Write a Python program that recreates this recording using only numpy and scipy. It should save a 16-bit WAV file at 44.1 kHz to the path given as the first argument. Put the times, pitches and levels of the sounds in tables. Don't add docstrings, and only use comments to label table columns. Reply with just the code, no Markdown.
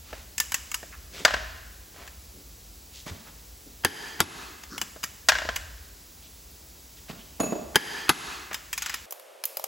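import sys
import numpy as np
from scipy import signal
from scipy.fft import rfft, irfft, next_fast_len
from scipy.io import wavfile
from scipy.ndimage import uniform_filter1d

SR = 44100
rng = np.random.default_rng(int(sys.argv[2]) if len(sys.argv) > 2 else 0)


def persist_wave(psi):
    counts = np.round(np.clip(psi, -1, 1) * 32767).astype(np.int16)
    wavfile.write(sys.argv[1], SR, np.atleast_2d(counts).T)


N = 426447
TIME = np.arange(N) / SR
CUT_S = 9.06

# start_s, level_db, contact_s, bass_db, treble_db,
# bounce_gap_s, first_bounce_db (how far below the drop)
DROPS = [(1.25, -10, .0065, -1, 0, .0288, 15.5), (5.2867, -10.5, .011, -7, 4.5, .033, 10.5)]


def wrench():
    # start_s, level_db, contact_s, bass_db, treble_db
    break_clicks = [(3.8482, 2, 0.0044, 0, 0), (7.7574, 6, 0.008, -2, -2)]
    # start_s, level_db, contact_s, bass_db, treble_db
    reset_clicks = [(4.2038, 1, 0.0035, 4.5, 1.5), (8.0926, 5.5, 0.006, 0, 0.5)]
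    # pitch_hz, level_db
    seat_colour = [(100, -23), (240, -16.5), (400, -15.5), (650, -3.5), (900, -8), (1200, -7), (1650, 0.5),
                   (2300, -9), (3500, -11), (5500, -12.5), (7500, -18.5), (10000, -26.5), (15000, -29.5)]
    break_colour = [(60, -11), (150, -3), (420, 1.5), (620, -10.5), (850, -3), (1200, -8.5), (1750, -3.5),
                    (2400, -9), (4500, -13), (7500, -15), (11000, -9.5), (15000, -16)]
    reset_colour = [(60, -8), (150, 0.5), (370, 2.5), (570, -10.5), (800, 0.5), (1400, 0), (2100, -8.5),
                    (3000, -5), (4500, -6.5), (7000, -11), (11000, -9.5), (15000, -21.5)]
    pawl_colour = [(200, -9.5), (600, -16), (900, -3.5), (1700, -1.5), (2800, -2), (4200, -9), (5500, -3.5),
                   (7500, -2), (9500, -9), (11300, -7.5), (15000, -7.5)]
    # pitch_hz, width_hz, lift_db
    block_modes = [(628, 90, 3.5), (1030, 32, 8), (1566, 130, 4), (1850, 170, 2), (2830, 152.5, 4.5),
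                   (4830, 120, 2), (5840, 140, 0.5)]
    tube_modes = [(855, 140, 4.7), (1727, 350, 7.8), (3156, 270, 10), (4840, 400, 11.3), (6400, 450, 6.2)]
    toggle_modes = [(1230, 180, 2.6), (1660, 210, 6), (2060, 140, 10), (2590, 200, 6.8), (3750, 96, 3.2),
                    (4300, 100, 4), (6640, 230, 7.4), (11200, 400, 5.1)]
    head_modes = [(1770, 120, 4.7), (2926, 81, 6), (5030, 210, 6.4), (6550, 110, 5), (7480, 176, 3.5),
                  (7300, 160, 2.4), (11000, 310, 4.9)]

    seats, seats_out = blows(socket_blows(), seat_colour, block_modes,
                             after_db=-8, after_t60=0.15, snap=.2, vary_db=3.5)
    breaks, breaks_out = blows(toggle_blows(break_clicks), break_colour, tube_modes,
                               after_db=-7.5, after_t60=0.15, snap=0.73, vary_db=1.5)
    resets, resets_out = blows(toggle_blows(reset_clicks), reset_colour, toggle_modes,
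                               after_db=-6.5, after_t60=0.15, snap=0.42, vary_db=4.0)
    pawls, pawls_out = blows(ratchet_blows(), pawl_colour, head_modes,
                             after_db=-8, after_t60=0.17, snap=0.38, vary_db=4.5)
    direct = nearby(seats + breaks + resets + pawls, side_db=-15)
    into_room = amp(0.3) * seats_out + amp(-6.7) * breaks_out
    into_room = into_room + amp(-8.2) * resets_out + amp(-1.) * pawls_out
    return direct + room(into_room, wet_db=-12.5)


def toggle_blows(rows):
    lead_s, lead_db, bass_db, treble_db = .011, -35, -9, -22
    return rows + [(s - lead_s, lead_db, lead_s, bass_db, treble_db) for s, *_ in rows]


def socket_blows(count=4):
    # start_s, level_db
    knocks = [(0.1282, -35), (0.8292, -39.5), (1.3392, -21.5), (4.9612, -43), (5.4512, -34), (5.4892, -24),
              (8.513, -36.5)]
    knock_contact_s, knock_bass_db, soft_treble_db = .007, 8, -7
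    bounce_loss_db, bounce_contact_s = 3.4, .003
    rim_s, rim_db = .007, -8

    def softness_bass_db(db):
        return .85 * (-25.5 - db)

    rows = [(s, db, knock_contact_s, knock_bass_db + softness_bass_db(db), soft_treble_db)
            for s, db in knocks]
    for s, db, contact_s, bass_db, treble_db, gap_s, below_db in DROPS:
        rows.append((s, db, contact_s, bass_db, treble_db))
        for k, rim_share in enumerate(rng.uniform(.5, 1, count)):
            at_s = s + (k + 1) * gap_s
            bounce_db = db - below_db - k * bounce_loss_db
            dull_db = softness_bass_db(bounce_db)
            rows.append((at_s, bounce_db, bounce_contact_s, dull_db, soft_treble_db))
            rim_at_s = at_s + rim_share * rim_s
            rows.append((rim_at_s, bounce_db + rim_db, knock_contact_s, dull_db, soft_treble_db))
    return rows


def ratchet_blows(count=5):
    # start_s, level_db, lead_s (of the light tick), bass_db, treble_db
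    pawl_drops = [(0.401, -18, .0205, -2, 4), (0.5432, -20.5, .023, 0, 0), (0.7432, -23.5, .0274, -3, 3),
                  (2.0765, -42, .01, 7, -7.5), (4.6365, -41.5, .003, 3, -6.5), (4.8147, -24, .035, 8, -1.5),
                  (5.0385, -25.5, .007, 5, -1), (5.5618, -25.5, .002, -2.5, -2.5),
                  (8.544, -27.5, .013, -3, -4.5), (8.9416, -28, .002, -1, -2.5)]
    light_db, pawl_contact_s = -7.0, .004
    rows = []
    for s, db, lead_s, bass_db, treble_db in pawl_drops:
        rows.append((s - lead_s, db + light_db, pawl_contact_s, bass_db, treble_db))
        rows.append((s, db, pawl_contact_s, bass_db, treble_db))

    s, gap_s, quicken_s = 8.7296, .0482, .0045
    spin_db, spin_contact_s, spin_bass_db, spin_treble_db = -25.5, .008, -4, 2.5
    fade_db, dull_db = .9, 2.3
    for k in range(count):
        rows.append((s, spin_db - k * fade_db, spin_contact_s, spin_bass_db, spin_treble_db - k * dull_db))
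        s += gap_s - k * quicken_s
    return rows


def bench():
    # pitch_hz, level_db
    thump_colour = [(50, -14), (100, -6), (170, 3), (300, 2.5), (480, -3.5), (650, -2.5), (900, -10.5),
                    (1130, -10), (1600, -15), (3000, -22), (7000, -27.5), (15000, -31)]
    # pitch_hz, width_hz, lift_db
    bench_modes = [(150, 50, 3), (231, 24, 4), (269, 26, 3), (370, 120, 1.5), (690, 190, 5.5),
                   (1120, 110, 5)]
    thumps, thumps_out = blows(bench_blows(), thump_colour, bench_modes, after_db=-6.5, after_t60=0.13,
                               snap=0.12, vary_db=1.5, bass_hz=248.3, treble_hz=1116)
    direct = amp(-1.5) * nearby(thumps, side_db=-10)
    return direct + room(thumps_out, wet_db=-6) + nearby(ping(), side_db=-12) + thuds()


def bench_blows(count=3):
    # start_s, level_db, bass_db, treble_db
    shifts = [(3.064, -35, 7, 13), (3.118, -39, 14, 5), (7.098, -34, 9, 9), (7.402, -18.5, -2.5, -1),
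              (7.522, -22, -11, -12)]
    contact_s, rock_gap_s, rock_loss_db = .011, .031, 8
    slip_s, slip_db = .005, -15
    rows = []
    for s, db, bass_db, treble_db in shifts:
        rows.append((s - slip_s, db + slip_db, slip_s, bass_db, treble_db))
        for k in range(count):
            rows.append((s + k * rock_gap_s, db - k * rock_loss_db, contact_s, bass_db, treble_db))
    return rows


def thuds():
    # start_s, level_db (where the decay starts)
    nods = [(3.112, -31), (3.851, -19), (4.206, -15)]
    pitch_hz, t60_s = 88, .15
    out, t = np.zeros(N), TIME[:SR]
    for s, db in nods:
        add(out, s, amp(db - 60 * t / t60_s) * np.sin(2 * np.pi * pitch_hz * t))
    return out


def ping():
    # pitch_hz, level_db, t60_s (time to fall by 60 dB)
    steel_modes = [(2595, -42, .75), (2620, -42.5, .65), (4134, -50, .4), (6772, -31.5, .65),
                   (6790, -34, .45), (9878, -37, .35), (9970, -30, .28), (12590, -38, .45)]
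    out, t = np.zeros(N), TIME[:SR]
    for hz, db, t60_s in steel_modes:
        add(out, 7.401, amp(db - 60 * t / t60_s) * np.sin(2 * np.pi * hz * t))
    return out


def rubs(grain_db=2.5):
    # start_s, length_s, level_db (before the swell), centre_hz, width_octaves
    strokes = [(0.001, 0.29, -51, 1500, 1.6), (0.911, 0.055, -45, 1600, 0.51), (1.101, .16, -42, 2600, 1.2),
               (1.107, .16, -46, 270, 1.0), (1.917, 0.18, -48, 790, 1.55), (2.902, 0.14, -48, 4200, 0.78),
               (3.058, 0.058, -40.5, 2000, 1.33), (3.243, 0.071, -51, 900, 1.4),
               (4.675, .12, -48, 5250, .3), (4.69, .11, -46, 1330, .3), (4.68, .13, -47, 230, .7),
               (2.32, .12, -54, 260, .7), (3.65, .06, -50, 250, .8), (6.21, .08, -55, 3400, .5),
               (6.955, .05, -53, 2800, .9), (7.073, 0.062, -43.5, 1200, 1.53),
               (7.169, .07, -53.5, 3050, 0.3), (8.502, 0.042, -38.5, 1480, .7),
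               (8.731, 0.29, -41.5, 2100, 1.1)]
    out = np.zeros(N)
    hz = np.fft.rfftfreq(SR, 1 / SR) + 1
    for s, length_s, db, centre_hz, octaves in strokes:
        n = int(length_s * SR)
        grain_levels = np.repeat(rng.standard_normal(SR // 100), 100)
        grains = rng.standard_normal(SR) * amp(grain_db * grain_levels)
        band = np.exp(-.5 * (np.log2(hz / centre_hz) / octaves) ** 2)
        stroke = irfft(rfft(grains) * band)[:n]
        add(out, s, amp(db) * unit(stroke) * signal.windows.tukey(n, .85))
    return out


def thin_scene():
    # start_s, level_db, bass_db, treble_db
    thin_ticks = [(9.1081, -35, 2, 9), (9.124, -33, 6, 2), (9.1974, -45, 8, -3), (9.4385, -29, -18, -6),
                  (9.4542, -24, -22, 9), (9.57, -26.5, 8, 3), (9.5964, -36, 18, -3), (9.6409, -27, 7, -0.5)]
    # pitch_hz, level_db
    thin_colour = [(200, -35), (350, -26), (600, 1.5), (1100, -8), (1700, -15), (2600, -9.5), (4000, -12),
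                   (5200, -8), (8500, -12.5), (12000, -4.5), (15500, -6.5)]
    thin_air = [(60, -43), (200, -30), (330, -11.5), (550, 6.5), (900, -6), (1600, -11), (3000, -14),
                (6000, -21), (12000, -22), (15500, -28)]
    contact_s = .003
    rows = [(s, db, contact_s, bass_db, treble_db) for s, db, bass_db, treble_db in thin_ticks]
    ticks, ticks_out = blows(rows, thin_colour, [], after_db=-6, after_t60=.05, snap=0.71, vary_db=4.0)
    return nearby(ticks, side_db=-9) + room(ticks_out, wet_db=-10) + air(thin_air, -50.5)


def rumble():
    # pitch_hz, level_db
    rumble_colour = [(25, -21.5), (40, -11.5), (53, 3.5), (75, -2.5), (110, -17), (300, -43), (2000, -89)]
    drone_db, fade_db_per_s = -50.5, 1.2
    boom_db, boom_rise_s = -44.5, .21
    power = amp(drone_db - fade_db_per_s * TIME) ** 2
    for s, *_ in DROPS:
        age = np.maximum(TIME - s, 0) / boom_rise_s
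        power = power + amp(boom_db) ** 2 * age * np.exp((1 - age ** 2) / 2)
    return air(rumble_colour, 0) * np.sqrt(power)


def close_air():
    # pitch_hz, level_db
    air_colour = [(25, -30.5), (38, -10.5), (52, 0), (75, -3.5), (110, -15.5), (200, -16), (400, -19.5),
                  (800, -23.5), (1600, -28), (3000, -27.5), (5000, -23.5), (7000, -24), (11000, -25.5),
                  (15000, -23)]
    return air(air_colour, -48)


def air(colour, db):
    hz, z = noise_pair(size=next_fast_len(N, real=True))
    return amp(db) * unit(irfft(z * amp(read(colour, hz)) * hz / (hz + 20))[:, :N])


def blows(rows, colour, modes, after_db, after_t60, snap, vary_db, bass_hz=750, treble_hz=5000):
    hz = np.fft.rfftfreq(8192, 1 / SR)
    body_db = read(colour, hz)
    for mode_hz, width_hz, lift_db in modes:
        body_db = body_db + lift_db / (1 + (2 * (hz - mode_hz) / width_hz) ** 2)
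    body_db = body_db - 20 * np.log10(1 + (colour[0][0] / 2 / (hz + 10)) ** 2)
    bass = 1 / (1 + (hz / bass_hz) ** 4)
    treble = 1 - 1 / (1 + (hz / treble_hz) ** 4)
    grid = np.arange(0, SR / 2, 110)
    direct, spread = np.zeros((2, N))
    for s, db, contact_s, bass_db, treble_db in rows:
        hit_db = body_db + bass_db * bass + treble_db * treble
        spot_db = vary_db * (1 - bass) * np.interp(hz, grid, rng.standard_normal(len(grid)))
        burst = chatter(contact_s, after_db, after_t60, snap)
        hit = signal.fftconvolve(burst, causal(hit_db + spot_db))
        all_round = causal(hit_db)
        size = amp(db) * np.sqrt(SR / 10 / 10)
        add(direct, s, size * hit / np.linalg.norm(hit))
        add(spread, s, size * all_round / np.linalg.norm(all_round))
    return direct, spread


def chatter(contact_s, after_db, after_t60, snap, size=4096):
    t, hz = np.arange(size) / SR, np.fft.rfftfreq(size, 1 / SR)
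    shape = np.exp(-(t / max(contact_s, .0005)) ** 2) + amp(after_db - 60 * t / after_t60)
    z = rfft(rng.standard_normal(size) * shape)
    even = irfft(z / (abs(z) + 1e-9) ** 0.65)
    body = rfft(unit(even * np.minimum(1, 3 * shape)))
    crack = rfft(unit(rng.standard_normal(size) * np.exp(-(t / 0.0014) ** 2)))
    share = np.clip(snap, 0, .95) * hz ** 4 / (hz ** 4 + 4500 ** 4)
    return irfft(body * np.sqrt(1 - share) + crack * np.sqrt(share))[:size * 3 // 4]


def nearby(x, side_db, t60=0.017):
    # pitch_hz, level_db
    side_colour = [(200, 0), (600, 4), (1100, 6), (2200, 0), (8000, 1)]
    t = TIME[:2048]
    taps = rng.standard_normal(len(t)) * amp(-60 * t / t60)
    colour = causal(read(side_colour, np.fft.rfftfreq(len(t), 1 / SR)))
    reflections = signal.fftconvolve(taps / np.linalg.norm(taps), colour)
    side = amp(side_db) * signal.oaconvolve(x, reflections)[:N]
    return np.array([x + side, x - side])


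def room(x, wet_db, build=0.0027):
    # pitch_hz, t60_s (time to fall by 60 dB)
    room_t60 = [(100, 0.7), (400, 0.9), (1600, 1.08), (4000, 1.03), (8000, 0.86), (15000, 0.42)]
    _, z = noise_pair(size=SR)
    hz, t, z = signal.stft(irfft(z), SR, nperseg=256)
    fading = z * amp(-60 * t / read(room_t60, hz)[:, None])
    tail = signal.istft(fading, SR, nperseg=256)[1][:, :SR]
    tail = tail * (1 - np.exp(-(TIME[:SR] / build) ** 2))
    tail = tail / np.linalg.norm(tail[0])
    return amp(wet_db) * signal.fftconvolve(x[None], tail, axes=1)[:, :N]


def noise_pair(size):
    # pitch_hz, correlation (1 = the same)
    likeness = [(60, 1), (280, 0.88), (650, 0.2), (1400, .3), (2500, 1), (6500, 1), (8000, 1), (15000, 1)]
    hz = np.fft.rfftfreq(size, 1 / SR)
    a, b = rfft(rng.standard_normal((2, size)))
    same = np.clip(read(likeness, hz), -1, 1)
    mid, side = a * np.sqrt((1 + same) / 2), b * np.sqrt((1 - same) / 2)
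    return hz, np.array([mid + side, mid - side])


def stereo_phase(pair):
    # pitch_hz, phase_radians
    treble_phase = [(7000, 0), (7700, .3), (9100, 3.14), (11200, 6.28), (13350, 9.42), (15200, 12.57)]
    size = next_fast_len(N, real=True)
    phase = np.interp(np.fft.rfftfreq(size, 1 / SR), *np.transpose(treble_phase))
    right = irfft(rfft(pair[1], size) * np.exp(1j * phase), size)[:N]
    return np.array([pair[0], right])


def gain_control(x):
    threshold_db, max_duck_db, recover_db_per_s = -7, 17.5, 82
    slope = 3
    power = uniform_filter1d((x ** 2).mean(0), size=441, origin=130)
    level_db = 10 * np.log10(abs(power) + 1e-12)
    duck_db = np.clip(slope * (level_db - threshold_db), 0, max_duck_db)
    climb_db = recover_db_per_s * TIME
    return x * amp(climb_db - np.maximum.accumulate(duck_db + climb_db))


def amp(db):
    return 10 ** (np.asarray(db) / 20)


def unit(x):
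    return x / np.sqrt(np.mean(x ** 2) + 1e-20)


def read(points, hz):
    f, value = np.transpose(points)
    return np.interp(np.log(hz + 1), np.log(f), value)


def add(mix, s, sound):
    part = mix[max(round(s * SR), 0):][:len(sound)]
    part += sound[:len(part)]


def causal(db, size=4096):
    log_gain = np.log(amp(np.r_[db, db[-2:0:-1]]))
    return np.fft.ifft(np.exp(np.conj(signal.hilbert(log_gain)))).real[:size]


def scene():
    handling = rubs()
    handling_echo = room(handling, wet_db=-7)
    close = stereo_phase(wrench() + bench() + handling + handling_echo + close_air() + rumble())
    after = np.clip((TIME - CUT_S) / .01 + .5, 0, 1)
    return close * (1 - after) + thin_scene() * after


def record(dry):
    edge_hz = 16100
    ridden = gain_control(dry)
    rounded = ridden / (1 + (ridden / .9) ** 8) ** (1 / 8)
    lowpass = signal.firwin(255, edge_hz, window=("kaiser", 8), fs=SR)
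    return signal.oaconvolve(rounded, lowpass[None], "same")


dry = scene()
out = record(dry)
persist_wave(out)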